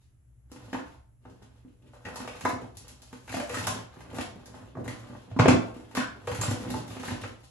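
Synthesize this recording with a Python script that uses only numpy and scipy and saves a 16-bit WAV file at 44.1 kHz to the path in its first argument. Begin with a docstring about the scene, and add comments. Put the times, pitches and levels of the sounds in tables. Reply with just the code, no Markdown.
"""Rummaging in a bathroom cabinet

Someone rummages in a bathroom cabinet near a phone: plastic things knock and click as short noise bursts
with a ring, small glass or metal things clink as dying sines, and things slide as clumps of small grains.
The hollow cabinet booms under them through a bank of resonances, and the small hard room rings for half
a second through random echoes. Filtered noise makes the building hum and microphone hiss behind it all."""
import sys
import numpy as np
from scipy import signal
from scipy.fft import rfft, irfft, next_fast_len
from scipy.io import wavfile
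from scipy.ndimage import uniform_filter1d

SR = 44100
rng = np.random.default_rng(int(sys.argv[2]) if len(sys.argv) > 2 else 0)


def to_wav(sig):
    """Store sig (one row per channel, or 1-D mono) as 16-bit WAV at the path in sys.argv[1].

    Samples outside -1..1 are clipped; the rate is SR.
    """
    pcm = np.clip(np.atleast_2d(sig), -1, 1) * 32767
    pcm = np.round(pcm).astype(np.int16)
    wavfile.write(sys.argv[1], SR, pcm.T)  # frames by channels


N = 330750  # samples, 7.5 s

# Knocks and clicks inside the cabinet, before it and the room answer. Each row: start in seconds, peak of
# the struck thing in dB, its pitch in Hz, gain of its ring in dB, cabinet thump in dB re that peak,
# thump pitch in Hz, tick in dB re that peak.
KNOCKS = [(0.516, -46.5, 505, 14, 4, 293, 11), (0.56, -48, 520, 5, 5.5, 294, -1),
          (0.729, -29.5, 1635, 4.5, -0.5, 274, -6), (0.744, -27.5, 908, 14, -1.5, 287, -29),
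          (0.79, -38, 1410, 17, 2, 294, -42), (1.251, -44, 775, 0, -10, 253, -22),
          (1.648, -62, 500, 3, 17.5, 270, -42), (1.934, -46, 537, 22, -28, 250, -22),
          (2.051, -34, 1875, 12, -10, 192, -6), (2.158, -35.5, 936, 16, -34, 107, 10),
          (2.201, -33.5, 1070, 2, -3, 250, -6), (2.275, -30.5, 2350, -3.5, -17, 245, -4),
          (2.397, -60, 1000, 3, -5, 164, 19), (2.409, -38, 2850, -1, -25, 163, 4.5),
          (2.45, -15.5, 987, 8.5, -11.5, 285, -22.5), (2.451, -27, 2100, 9, -20, 286.5, -1),
          (2.489, -31, 717, 36, -38, 112, 3), (2.637, -48, 770, 16, 3, 118, -23),
          (2.77, -60.5, 690, 3, 6, 104, 30.5), (2.881, -54, 850, 1, -28, 94, 21),
          (3.1, -72, 873, 3, -30, 93, 19), (3.128, -39.5, 476, 10, -2, 242, -2.5),
          (3.277, -39.5, 1600, 13, -34, 134, -2), (3.294, -37.5, 2300, 9, -22, 107, 4),
          (3.324, -34, 1750, 6, -24, 244, -4), (3.34, -28, 686, 38, -9.5, 252, -7),
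          (3.366, -30.5, 1890, 4, -1, 244, -9), (3.399, -28.5, 588, 12, -16, 243, -3),
          (3.494, -30.5, 484, 23, -33, 112, -3), (3.535, -34, 960, 0, -14, 123, -6),
          (3.543, -26.5, 1280, 25, -39, 122, 0), (3.569, -31.5, 1770, 23, -12, 120, 0),
          (3.584, -34, 1820, 23, -9, 103, 4.5), (3.669, -39.5, 1810, 3, -20, 120, 24.5),
          (3.67, -21, 1020, 5.5, -18, 122, -5), (4.005, -43.5, 1570, 6, -30, 123, 3.5),
          (4.145, -48.5, 1000, 1, 0, 120, 11), (4.184, -29.5, 734, 14, -1, 247, -4.5),
          (4.458, -49, 1610, 10, -36, 109, 14), (4.751, -41, 1090, 7, -3, 353, -46),
          (4.768, -33.5, 676, 14.5, -5, 130, -52), (4.797, -44, 770, 18, -1, 360, -44),
          (4.885, -49, 640, 3, 10.5, 126, -20), (4.878, -37, 2030, 16, -1, 239, 6),
          (5.098, -49.5, 510, 19, 9.5, 217, -15), (5.312, -40.5, 676, 15, 1.5, 123, -14),
          (5.363, -35, 1020, 17, 9.5, 245, -33), (5.389, -17, 590, 8, -2, 272, -15),
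          (5.394, -11.5, 980, 2.5, -3, 145, -11), (5.456, -12.5, 672, 18, 2, 405, -16),
          (5.482, -8.5, 905, 2.5, -1.5, 278, -8.5), (5.485, -19.5, 1630, -7, 0.5, 135, -11),
          (5.544, -33.5, 413, 0, 15, 238, -35), (5.911, -47.5, 900, 5, -22, 250, -2),
          (5.95, -28.5, 1140, 9, -10, 287, 6.5), (5.968, -22, 1107, 25, -37, 254, -0.5),
          (5.974, -21, 1720, 6, -2, 251, -44), (6.001, -24, 1460, 28, -15, 255, -33),
          (6.272, -30, 483.5, 34, -16, 111, -1), (6.274, -26, 1105, 3, -30, 113, -10),
          (6.314, -30.5, 920, 16, -13, 111, -1), (6.348, -33, 1380, 12, -27, 111, 6.5),
          (6.385, -45, 577, 3, 12, 120, -10), (6.413, -31.5, 1040, 15, -30, 120, 12),
          (6.432, -26.5, 1170, 2, -13, 122, -5), (6.51, -47, 520, 6, 10, 227, 22),
          (6.479, -31.5, 510, 15, 4, 131, -4), (6.648, -38, 540, 3, -13, 252, -11),
          (6.703, -38, 1450, 1, -30, 108, 13.5), (6.738, -27.5, 862, 18, -9, 125, -37),
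          (6.879, -45, 810, 28, -14, 105, 8), (6.966, -38, 1430, -4, -5, 252, -8),
          (6.998, -44, 1720, 10, -6, 237, 8), (7.031, -30, 1230, 4, -29, 131.4, -7),
          (7.08, -30, 1740, 7.5, -3, 250, -19), (7.235, -29.5, 528, 11, -16, 117, -9)]
CONTACT_S = 0.0049  # decay time constant of a blow's noise envelope
RING_WIDTH_HZ, RING_SPREAD = 24.6, 1.37  # width of a 500 Hz ring; exponent by which higher ones widen
CLACK_DB, CLACK_PER_TICK, HARD_DB = -2, 0.53, -3  # the clack grows with the tick, up to a hard blow
# Tick band edges for a tick of 0 dB; the more a blow is all tick, the higher the tick.
TICK_HZ, TICK_TOP_HZ, TICK_OCTAVES_PER_DB = 2730, 14800, 0.045


def knocks():
    """Each blow: a thump of a cycle or two, a short ring of the struck thing, a hard clack and a bright tick."""
    out, t = np.zeros(N), np.arange(4096) / SR
    shape = (1 - np.exp(-t / (0.35 * CONTACT_S))) * np.exp(-t / CONTACT_S)
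    snap = (1 - np.exp(-t / (0.064 * CONTACT_S))) * np.exp(-t / (0.43 * CONTACT_S))
    blows = zip(KNOCKS, bursts(shape), bursts(shape), bursts(snap))
    for (s, db, hz, ring_db, thump_db, thump_hz, tick_db), blow, hard, high in blows:
        swing = t * np.exp(-t * thump_hz / 0.71) * np.sin(2 * np.pi * thump_hz * t)
        thump = band(swing, 74, 1170)

        ring = resonate(blow, hz, RING_WIDTH_HZ * (hz / 500) ** RING_SPREAD)
        body = band(band(blow, 338, 1370), 350, 2290) + gain_of(ring_db) * ring

        clack = band(band(hard, 980, 2380), 950, 4130)
        clack_db = CLACK_DB + CLACK_PER_TICK * min(tick_db - HARD_DB, 0)

        lift = 2 ** (TICK_OCTAVES_PER_DB * np.clip(tick_db, -12, 20))
        tick = band(high, TICK_HZ * lift, min(TICK_TOP_HZ * lift ** 2, 0.45 * SR))

        # each part is scaled to its own peak level
        for part, part_db in ((thump, thump_db), (body, 0), (clack, clack_db), (tick, tick_db)):
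            add(out, s, gain_of(db + part_db) * part / abs(part).max())
    return out


def bursts(shape):
    """One short burst of noise per blow, its colour evened so that no pitch stands out."""
    spectra = rfft(rng.standard_normal((len(KNOCKS), len(shape))) * shape)
    smooth_power = uniform_filter1d(abs(spectra) ** 2, size=7)
    return irfft(spectra / np.sqrt(smooth_power)) * np.sqrt(shape)


# Things dragged and rustled on the shelves, one row a stroke. Each row: start in seconds, time held in
# seconds, scraping in dB, rumble in dB re scraping, crisp rustle in dB re scraping.
STROKES = [(0.0, 0.031, -89.5, -12, 11.5), (0.531, 0.39, -66, 3.5, -2), (0.77, 0.011, -61, -4, -22),
           (1.27, 0.058, -68.5, 11, -8), (1.428, 0.012, -65, 5, -6.5), (1.55, 0.038, -74, -3, -4),
           (1.662, 0.074, -83.5, 19.5, -2), (1.825, 0.065, -73.5, 11.5, -10),
           (1.93, 0.037, -66.5, -6, -4.5), (2.061, 0.2, -53, 0, -6.5), (2.33, 0.042, -57, 0, -4.5),
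           (2.461, 0.18, -64, 16, -8.5), (2.782, 0.13, -65.5, 1, 3), (3.0, 0.35, -73.5, 0.5, 3.5),
           (3.333, 0.068, -50, 2.5, 0.5), (3.5, 0.11, -48, -3, -2.5), (3.64, 0.12, -50, 4, -3.5),
           (3.82, 0.019, -62, -1, -33), (3.93, 0.13, -61, 0, -11.5), (4.142, 0.074, -50, 4.5, -6),
           (4.3, 0.23, -63, 4, -10.5), (4.5, 0.17, -66.5, 6.5, -6.5), (4.78, 0.015, -68, 27, -16),
           (4.87, 0.046, -53, 0.5, -3), (4.999, 0.14, -57, 0.5, -9.5), (5.2, 0.28, -68.5, 8, -8.5),
           (5.508, 0.028, -43.5, 12, -21), (5.62, 0.08, -64, -11, -8), (5.74, 0.53, -63, 6.5, -9),
           (6.32, 0.024, -49.5, 3, -6), (6.42, 0.085, -45, 5.5, -1.5), (6.602, 0.18, -53, 9, 0.5),
           (6.9, 0.13, -55, 6.5, -3), (7.067, 0.059, -49.5, 0.5, -4.5), (7.199, 0.085, -56.5, 6, -6),
           (7.43, 0.01, -68, -7, 3.5)]
RISE_DB_PER_S, FALL_DB_PER_S = 346, 234  # swell before the start, fade after the hold
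GRIT_DB, GRIT_SHARE = -4.5, 0.53  # the gritty middle follows the crisp rustle by this share


def rummage():
    """Friction slips in clumps of small grains; weight makes it boom, crisp wrappers make it fizz."""
    t, levels = np.arange(0, N + 64, 64) / SR, 0
    for s, held_s, db, rumble_db, rustle_db in STROKES:
        rise_db = RISE_DB_PER_S * np.maximum(s - t, 0)
        fall_db = FALL_DB_PER_S * np.maximum(t - s - held_s, 0)
        grit_db = GRIT_DB + GRIT_SHARE * rustle_db
        band_db = np.array([[rumble_db], [0], [grit_db], [rustle_db]])
        levels = levels + gain_of(db + band_db - rise_db - fall_db)

    # one slow random wave bunches the two low bands, another the two high ones
    smooth = uniform_filter1d(rng.standard_normal((2, N)), 300)
    clumps = evened(uniform_filter1d(smooth, 300))
    edges = ((80, 436), (330, 1700), (1100, 3920), (2600, 18100))  # rumble, scraping, grit, rustle in Hz
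    out = 0
    for k, (level, (lo_hz, hi_hz)) in enumerate(zip(levels, edges)):
        grains = band(band(slips(clumps[k // 2]), lo_hz, hi_hz), lo_hz, hi_hz)
        out = out + np.interp(np.arange(N) / SR, t, level) * evened(grains)
    return out


def slips(clumps):
    """Sparse grains, about 1500 a second, of random sign and size; the clumps make them swell together."""
    size_db = 4.3 * np.minimum(rng.exponential(1, N), 4.5) + 5 * clumps
    happens = rng.random(N) < 1500 / SR
    return gain_of(size_db) * happens * rng.choice([-1., 1.], N)


# Small glass or metal things touching. Each row: start in seconds, peak in dB, pitch in Hz.
CLINKS = [(2.771, -62, 7300), (3.545, -42, 7800), (6.41, -35, 6630), (6.413, -28.5, 7420)]
CLINK_T60_S = 0.04  # time to fall by 60 dB


def clinks():
    """A thin high ring that dies quickly."""
    out, t = np.zeros(N), np.arange(8192) / SR
    for s, db, hz in CLINKS:
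        add(out, s, gain_of(db - 60 * t / CLINK_T60_S) * np.sin(2 * np.pi * hz * t))
    return out


# Ringing modes of the cabinet and its shelves. Each row: pitch in Hz, width in Hz, level in dB.
CABINET = [(112, 14.3, 11), (178.8, 12.3, -1), (241.2, 39.6, 3), (306, 13, 0), (354.7, 14, 1), (502, 35, 3),
           (610, 122, 3), (762, 85, 0), (883, 20.5, 5), (1010, 82, -7.5)]


def cabinet(x):
    """The panels add their modes to whatever shakes them."""
    return x + sum(gain_of(db) * resonate(x, hz, width) for hz, width, db in CABINET)


def room(x):
    """Three random sets of echoes take turns, blending smoothly 1.3 times a second.

    The room's colour and left-right delays so keep shifting."""
    turn = 2 * np.pi * np.arange(N) / SR * 1.3
    out = 0
    for k in range(3):
        share = np.sqrt((1 + np.cos(turn + 2 * np.pi * k / 3)) / 3)  # the three powers sum to one
        out = out + signal.oaconvolve((share * x)[None], echoes(), axes=1)[:, :N]
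    return out


# How long the small hard room rings. Each row: frequency in Hz, time to fall by 60 dB in seconds.
ROOM = [(100, 0.27), (260, 0.36), (700, 0.52), (1840, 0.38), (4850, 0.37), (10000, 0.27), (14000, 0.036)]


def echoes():
    """Direct sound, strong near echoes, then a tail whose bands die at their own speed; other taps per side."""
    # one echo of random sign at a random place in every 20 samples
    taps = np.zeros((2, SR))
    at = np.arange(100, SR - 20, 20) + rng.integers(0, 20, (2, (SR - 101) // 20))
    np.put_along_axis(taps, at, rng.choice([-1., 1.], at.shape), 1)
    taps *= 1 + 0.42 * np.exp(-np.arange(SR) / SR / 0.044)  # close walls and the counter answer first

    hz, t, z = signal.stft(taps, SR, nperseg=256)
    decay = gain_of(-60 * t / read(ROOM, hz)[:, None])
    tail = signal.istft(z * decay, SR, nperseg=256)[1]
    tail *= gain_of(3.5) / np.linalg.norm(tail, axis=1, keepdims=True)  # dB re the direct sound
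    tail[[0, 1], rng.integers(0, 12, 2)] = 1  # direct sound, up to 11 samples late on each side

    paths = rfft(tail)
    paths *= gain_of(4.0) / np.sqrt(uniform_filter1d(abs(paths) ** 2, size=30))  # no band is favoured
    return irfft(paths)[:, :SR * 3 // 4]


# Building hum and microphone hiss, as a relative spectrum. Each row: frequency in Hz, density in dB per Hz.
FLOOR = [(15, -49), (30, -8), (64, 7.5), (97, -0.5), (123, 15.5), (145, -7), (277, -12.5), (476, -21.5),
         (1480, -32), (4610, -51.5), (8000, -38), (11000, -35.5)]
FLOOR_DB = -56  # rms before the microphone colour


def floor():
    """Steady noise, a lumpy hum at the bottom and hiss on top."""
    hz = np.fft.rfftfreq(N, 1 / SR)
    spectra = rfft(rng.standard_normal((2, N))) * gain_of(read(FLOOR, hz))
    return gain_of(FLOOR_DB) * evened(irfft(spectra, N))


def gain_of(db):
    """Amplitude factor of a level in dB."""
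    return 10 ** (np.asarray(db) / 20)


def evened(x):
    """Scale to an rms of one."""
    return x / np.sqrt(np.mean(x ** 2) + 1e-20)


def read(points, hz):
    """Read a curve of (Hz, value) points along log frequency."""
    f, value = np.transpose(points)
    return np.interp(np.log(hz + 1), np.log(f + 1), value)


def add(mix, s, sound):
    """Lay a sound into the mix from s seconds on, cut at the end."""
    part = mix[round(s * SR):][:len(sound)]
    part += sound[:len(part)]


def band(x, lo_hz, hi_hz):
    """Keep the band between two edges, with gentle slopes."""
    return signal.sosfilt(signal.butter(2, [lo_hz, hi_hz], "bandpass", fs=SR, output="sos"), x)


def resonate(x, hz, width):
    """A two-pole resonance of gain 1 at its centre."""
    return signal.lfilter(*signal.iirpeak(hz, hz / width, SR), x)


def scene():
    """Everything that moves shakes the cabinet, which sounds in the room over the steady floor."""
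    return room(cabinet(knocks() + clinks() + rummage())) + floor()


# Colour of the phone's microphone. Each row: frequency in Hz, gain in dB.
MIC = [(20, -0.5), (70, 3.5), (105, -3.5), (1000, -4.5), (3000, 4.5), (7000, 4), (11300, 0.5), (12200, -17),
       (14300, -14), (15900, -32)]
# What the two ports share. Each row: frequency in Hz, left-right likeness from 0 to 1.
ALIKE = [(20, 0.64), (150, 0.99), (300, 0.012), (600, 0.0048), (6300, 0.0037), (7500, 0.22), (8600, 1),
         (10000, 0.88), (11500, 0.57), (13000, 1)]
PORT_LAG_S = 0.0001755  # the right port hears the shared part this much later
EDGE_HZ = 16400  # low-pass edge


def record(dry):
    """Two ports share bass and treble, the right one a little late; microphone colour; band limit."""
    size = next_fast_len(N + 4096)
    hz = np.fft.rfftfreq(size, 1 / SR)
    left, right = rfft(dry, size)

    alike = np.clip(read(ALIKE, hz), 0, 1)
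    late_left = left * np.exp(-2j * np.pi * hz * PORT_LAG_S)
    right = alike * late_left + np.sqrt(1 - alike ** 2) * right

    coloured = irfft(np.array([left, right]) * gain_of(read(MIC, hz)), size)[:, :N]
    low_pass = signal.firwin(511, EDGE_HZ, window=("kaiser", 9), fs=SR)
    return signal.oaconvolve(coloured, low_pass[None], "same")


dry = scene()
out = record(dry)
to_wav(out)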